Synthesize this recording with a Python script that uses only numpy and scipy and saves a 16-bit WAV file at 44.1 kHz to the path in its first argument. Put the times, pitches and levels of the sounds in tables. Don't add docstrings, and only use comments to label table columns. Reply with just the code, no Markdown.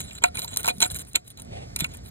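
import sys
import numpy as np
from scipy import signal
from scipy.fft import rfft, irfft, next_fast_len
from scipy.io import wavfile
from scipy.ndimage import map_coordinates

SR = 44100
rng = np.random.default_rng(int(sys.argv[2]) if len(sys.argv) > 2 else 0)


def field_ratio(decibels):
    return 10 ** (np.asarray(decibels, dtype=float) / 20)


def dump(signal):
    limited = np.clip(np.atleast_2d(signal).T, -1, 1)
    pcm = np.round(limited * 32767).astype(np.int16)
    wavfile.write(sys.argv[1], SR, pcm)


N = 92610

# start_s, length_s, level_db, block_over_rod_db, brightness_db
STROKES = [(-.02, 0.21, -44.5, -25, -5), (0.218, 0.071, -43.5, 4.5, -2.5), (0.341, 0.066, -50, 0.5, 6.5),
           (0.377, 0.086, -38.5, -9.5, 1), (0.47, 0.085, -44, -7.5, -6.5), (0.568, 0.12, -38, -7.5, 6),
           (0.673, 0.041, -33.5, -3, -1.5), (0.722, 0.17, -59.5, -17, 8.5), (0.802, 0.065, -34, -2, -11),
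           (0.895, 0.038, -45.5, -19, 7), (0.928, 0.098, -44, -27, 4), (1.062, 0.076, -59.5, -5.5, 8.5),
           (1.141, 0.035, -40, 4, -28), (1.242, 0.085, -58, -21, 6), (1.367, 0.072, -53, -4, 0),
           (1.78, 0.049, -44, 3.5, 3.5), (1.816, 0.055, -49.5, 5, 2.5), (1.885, 0.11, -54.5, -6, -3),
           (2.032, 0.062, -58, -6, 4.5)]
# pitch_hz, level_db, t60_s
ROD_MODES = [(4007, 5, 0.02), (6854, -2, 0.016), (7587, 3.5, 0.013), (8660, -14, 0.047), (9220, -2, 0.017),
             (9547, 1.5, 0.016), (10400, -4.5, 0.014), (11080, -3.5, 0.022), (12350, -33, 0.017),
             (13230, -7, 0.024), (13850, -9, 0.022)]
# pitch_hz, level_db, t60_s
BLOCK_MODES = [(527, -12, 0.063), (724, 2, 0.11), (957, 4, 0.035), (1071.6, -1, 0.04), (1380, -1.5, 0.044),
               (1504, 1.5, 0.025), (1994, -5, 0.035), (2268, 3.5, 0.031), (2443, 3.5, 0.041),
               (2722, 5.5, 0.027), (3276, 12, 0.0061), (3635, 11.5, 0.0092)]
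# freq_hz, level_db (per Hz)
HISS_COLOUR = [(350, -22), (650, 11), (1000, -4), (3500, 1), (5500, -44), (7500, -1), (10000, -8),
               (12200, -41), (13700, -17), (16500, -44)]
# time_s, level_db
BACKGROUND_LEVEL = [
    (0.0, -45.5),
    (0.28, -49),
    (0.78, -45.5),
    (1.0, -44),
    (1.15, -53.5),
    (1.39, -50.5),
    (1.57, -44),
    (1.63, -45),
    (2.1, -46),
]
# freq_hz, level_db (per Hz)
RUMBLE_COLOUR = [(12, -27), (20, -39), (59, -3), (97, -3), (278, -16), (323, -21.5), (435, -19.5),
                 (586, -22.5), (700, -15.5), (910, -30), (1540, -120)]
# freq_hz, level_db (per Hz)
AIR_COLOUR = [(240, -28), (400, -13), (1150, -11.5), (1460, -13), (2360, -11), (2710, -20), (4980, -12.5),
              (15000, -35), (16500, -46)]
# start_s, peak_db, block_over_rod_db, brightness_db, contact_pitch_hz
JABS = [(0.0044, -17, -17.5, -7, 1470), (0.0152, -26.5, -19, -13, 3900), (0.1092, -33.5, 1, -14, 3900),
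        (0.2389, -3.5, -13.5, -32.5, 1600), (0.3531, -27.5, -12, -12, 1510),
        (0.3713, -18, -9.5, -8.5, 2250), (0.3923, -14, -35, -5, 3900), (0.4189, -21, -40, -33, 3900),
        (0.4458, -16.5, -25, -20.5, 990), (0.4797, -24.5, -37, -33, 4060), (0.54, -24.5, -12, -13, 3900),
        (0.5619, -18, -17.5, -9.5, 1010), (0.5715, -5, -45, -8, 3900), (0.606, -28, -32, -12, 1600),
        (0.6314, -22, -25, 2, 3300), (0.6452, -18, -10, -20, 1540), (0.6576, -15, -10, -14.5, 990),
        (0.6677, -15, -20, -8, 2400), (0.6774, -12.5, -5, -10, 990), (0.6833, -10, -7.5, -9.5, 2500),
        (0.6874, -15, -21, -24, 2460), (0.6938, -16, -29, -10, 2440), (0.7005, -23, -12, -6, 1500),
        (0.7832, -31, -30, 1, 1600),
        (0.8045, -9.5, -23, -10, 1900), (0.816, -10, -32, -6, 1900), (0.822, -6.5, -27, -28, 1900),
        (0.827, -3.5, -17, -39, 3900), (0.8303, -10, -6, -25, 1380), (0.8382, -10.5, -27, -17, 3820),
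        (0.8465, -15.5, -14, -24, 3900), (0.857, -23, -22, -28, 3900), (0.9014, -24.5, -37, -14, 3900),
        (0.917, -24.5, -36, -10, 3900), (0.9456, -19.5, -48, 1, 1500), (0.9875, -22.5, -36.5, -5, 1010),
        (0.9938, -21, -41, -4, 1000), (1.05, -39, -30, -5, 2400), (1.071, -43, -18, -12, 2400),
        (1.1329, -30, -35, -11, 3900), (1.1542, -11, -4, -32, 3400), (1.158, -3.5, -26.5, -14.5, 2270),
        (1.178, -37, -18, -31, 3900), (1.279, -32.5, -35, 7, 3900), (1.3035, -29, -21, -6, 3900),
        (1.3742, -30.5, -33, -15, 3900), (1.3986, -29, -28, -12, 3900), (1.42, -27.5, -35, 0, 3900),
        (1.449, -44, -30, -8, 3900), (1.762, -11, -16, -10, 2200), (1.788, -30, -8, -11, 2300),
        (1.7915, -20.5, -28, 13, 2300), (1.8005, -20, -32, 0, 2300), (1.806, -10.5, -8, -0.5, 3640),
        (1.8438, -13.5, -10.5, -16.5, 2610), (1.9377, -33, -13.5, -9.5, 2400),
        (1.971, -32.5, -27.5, 9, 3600)]
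# freq_hz, level_db
CRACK_COLOUR = [(350, -47), (1000, -15), (3000, 2.5), (5500, 6.5), (7500, 4), (10000, -5.5), (13000, -20),
                (16500, -45)]
# start_s, level_db, pitch_hz, t60_s
THUMPS = [
    (1.821, -19.5, 160, 0.056),
    (1.822, -27, 297, 0.022),
    (0.78, -30.5, 206, .05),
    (0.37, -27.5, 94, 0.076),
    (.93, -30, 83, .1),
]
# freq_hz, level_db (per Hz)
CLOTH_COLOUR = [(250, -40), (388, -3.5), (774, 2.5), (958, -13), (1430, -25), (2200, -8), (6000, -23),
                (10500, -29.5), (13200, -63)]
# freq_hz, likeness (0 to 1)
PORT_LIKENESS = [(60, .95), (250, .85), (700, .96), (1500, .88), (3000, .9), (5000, .93), (15000, .9)]
# freq_hz, level_db
PORT_TILT = [(60, -0.5), (240, -2.0), (950, -1.0), (3770, -1.5), (15000, 0.0)]
# freq_hz, lead_rad
PORT_LEAD = [(0, 0), (260, -0.7), (860, -3.4), (1450, -4.3), (1980, -3.8), (2330, -3.2), (4130, -4.3),
             (4910, -3.2), (6120, -2.7), (8010, -0.2), (9910, 0.8), (10600, 2.8), (12800, 3.4),
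             (13900, 6.0), (16400, 6.5)]

BRIGHT_HZ = 8800


def unit(x):
    return x / np.sqrt(np.mean(x ** 2) + 1e-20)


def along(points, hz):
    f, v = np.transpose(points)
    return np.interp(np.log(hz + 1), np.log(f + 1), v)


def wobble(rate):
    knots = rng.standard_normal(int(N * rate / SR) + 4)
    return map_coordinates(knots, [np.arange(N) * rate / SR])


def filtered(x, response):
    m = next_fast_len(N + 8192)
    return irfft(rfft(x, m) * response(np.fft.rfftfreq(m, 1 / SR)), m)[..., :N]


def coloured(x, colour):
    return filtered(x, lambda hz: field_ratio(along(colour, hz)))


def noise(colour):
    return unit(coloured(rng.standard_normal((2, N)), colour))


def ringing(modes, scatter_db):
    t = np.arange(SR // 10) / SR
    hz, db, t60 = np.transpose(modes)[..., None]
    chance = rng.standard_normal((len(modes), 2))
    decay = field_ratio(db + scatter_db * chance[:, :1] - 60 * t / t60)
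    detuned = hz * (1 + 0.0074 * chance[:, 1:])
    return np.sum(decay * np.sin(2 * np.pi * detuned * t), 0)


def grit_under_rod():
    grains_per_s, spread_db, judder_db = 8000, 3, 4.5
    draw = rng.random((3, N))
    size = field_ratio(-spread_db * np.log(draw[1] + 1 / 1000))
    grains = (draw[0] < grains_per_s / SR) * size * np.sign(draw[2] - .5)
    return unit(grains) * field_ratio(judder_db * wobble(70.335))


def scrape():
    edge_s, sag_db = 0.0046, -0.5
    drift_db, hiss_db = 6.5, -4
    t = np.arange(N) / SR
    rod, block, bright = np.zeros((3, N))
    for start, length, db, block_db, bright_db in STROKES:
        u = t - start
        edges = np.clip(np.minimum(u, length - u) / edge_s, 0, 1)
        shape = edges * field_ratio(db - sag_db * np.clip(u / length, 0, 1))
        rod += shape
        block += shape * field_ratio(block_db)
        bright += shape * field_ratio(bright_db)
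    grit = grit_under_rod()

    def driven(level, mode):
        drift = unit(field_ratio(drift_db * wobble(34.99)))
        return signal.fftconvolve(grit * level * drift, ringing([mode], 0))[:N]

    steel = sum(driven(bright if mode[0] > BRIGHT_HZ else rod, mode) for mode in ROD_MODES)
    steel = steel / np.linalg.norm(ringing(ROD_MODES, 0))
    iron = sum(driven(block, mode) for mode in BLOCK_MODES)
    iron = iron / np.linalg.norm(ringing(BLOCK_MODES, 0))
    return steel + iron + field_ratio(hiss_db) * coloured(grit * rod, HISS_COLOUR)


def yard():
    level = field_ratio(np.interp(np.arange(N) / SR, *np.transpose(BACKGROUND_LEVEL)))
    rumble = field_ratio(3.5 + 1.66 * wobble(7.61)) * noise(RUMBLE_COLOUR)
    air = field_ratio(-9 + 1.3 * wobble(14)) * noise(AIR_COLOUR)
    return level * (rumble + air)


def hit_and_crush():
    level_db, t60_s = -20, .008
    force = rng.standard_normal(400) * field_ratio(level_db - 60 * np.arange(400) / SR / t60_s)
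    force[0] += 1
    return force


def struck_metal(block_db, bright_db, focus_hz):
    focus_db, scatter_db = 11.5, 2
    block_gain_db, bright_gain_db, block_rise_s = 17.5, 13.5, .0015
    t = np.arange(SR // 10) / SR
    near = [(hz, db - focus_db * abs(np.log2(hz / focus_hz)), t60) for hz, db, t60 in BLOCK_MODES]
    rod = [(hz, db + (hz > BRIGHT_HZ) * (bright_db + bright_gain_db), t60) for hz, db, t60 in ROD_MODES]
    block = ringing(near, scatter_db) * (1 - np.exp(-t / block_rise_s))
    return ringing(rod, scatter_db) + field_ratio(block_db + block_gain_db) * block


def lead_in():
    level_db, rise_s = -24, .0012
    return rng.standard_normal(600) * field_ratio(level_db) * np.exp(-np.arange(600, 0, -1) / SR / rise_s)


def jabs():
    gain_db, crack_db, crack_t60_s = 2, -10, .007
    t = np.arange(SR // 10) / SR
    rings, cracks = np.zeros((2, N + SR))
    for start, db, block_db, bright_db, focus_hz in JABS:
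        i = round(start * SR)
        crush = hit_and_crush()
        metal = struck_metal(block_db, bright_db, focus_hz)
        ring = signal.fftconvolve(metal, np.append(lead_in(), crush))
        rings[i:i + len(ring)] += field_ratio(db + gain_db) * ring / np.abs(ring).max()
        crack = field_ratio(db + gain_db + crack_db - 60 * t / crack_t60_s) * rng.standard_normal(len(t))
        cracks[i:i + len(t)] += crack
    return rings[600:N + 600] + coloured(cracks[:N], CRACK_COLOUR)


def reflections(metal):
    t60_s = np.array([[.02], [0.083]])
    t = np.arange(SR // 8) / SR
    tails = rng.standard_normal((2, len(t))) * field_ratio(-60 * t / t60_s)
    tails = tails / np.linalg.norm(tails, axis=1)[:, None]
    return signal.fftconvolve(metal[None], tails, axes=1)[:, :N]


def thumps():
    out = np.zeros(N)
    for start, db, hz, t60 in THUMPS:
        u = np.clip(np.arange(N) / SR - start, 0, None)
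        out += field_ratio(db - 60 * u / t60) * np.sin(2 * np.pi * hz * u) * (1 - np.exp(-u / 0.00067))
    return np.array([out, 0 * out])


def sleeve():
    peak_s, rise_s, fall_s, level_db = 1.614, 0.084, 0.035, -39.5
    u = np.arange(N) / SR - peak_s
    swell = np.exp(-(u / np.where(u < 0, rise_s, fall_s)) ** 2)
    return field_ratio(level_db + 4.2 * wobble(39.3)) * swell * noise(CLOTH_COLOUR)


def scene():
    echo_db = -19
    metal = jabs() + scrape()
    differing, echo = reflections(metal)
    pair = np.array([metal + field_ratio(echo_db) * echo, differing]) + yard() + thumps() + sleeve()

    def blend(hz):
        angle = np.arccos(np.clip(along(PORT_LIKENESS, hz), -1, 1)) / 2
        return np.array([np.cos(angle), np.sin(angle)])

    shared, apart = filtered(pair, blend)
    return np.array([shared + apart, shared - apart])


def roll_off(x):
    return signal.sosfilt(signal.butter(12, 16810, fs=SR, output="sos"), x)


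def record(dry):
    top_hz = 15500
    half = np.array([[.5], [-.5]])

    def ports(hz):
        level = field_ratio(half * along(PORT_TILT, hz))
        phase = np.exp(1j * half * along(PORT_LEAD, hz))
        return level * phase / (1 + (hz / top_hz) ** 20)

    return roll_off(filtered(dry, ports))


dry = scene()
out = record(dry)
dump(out)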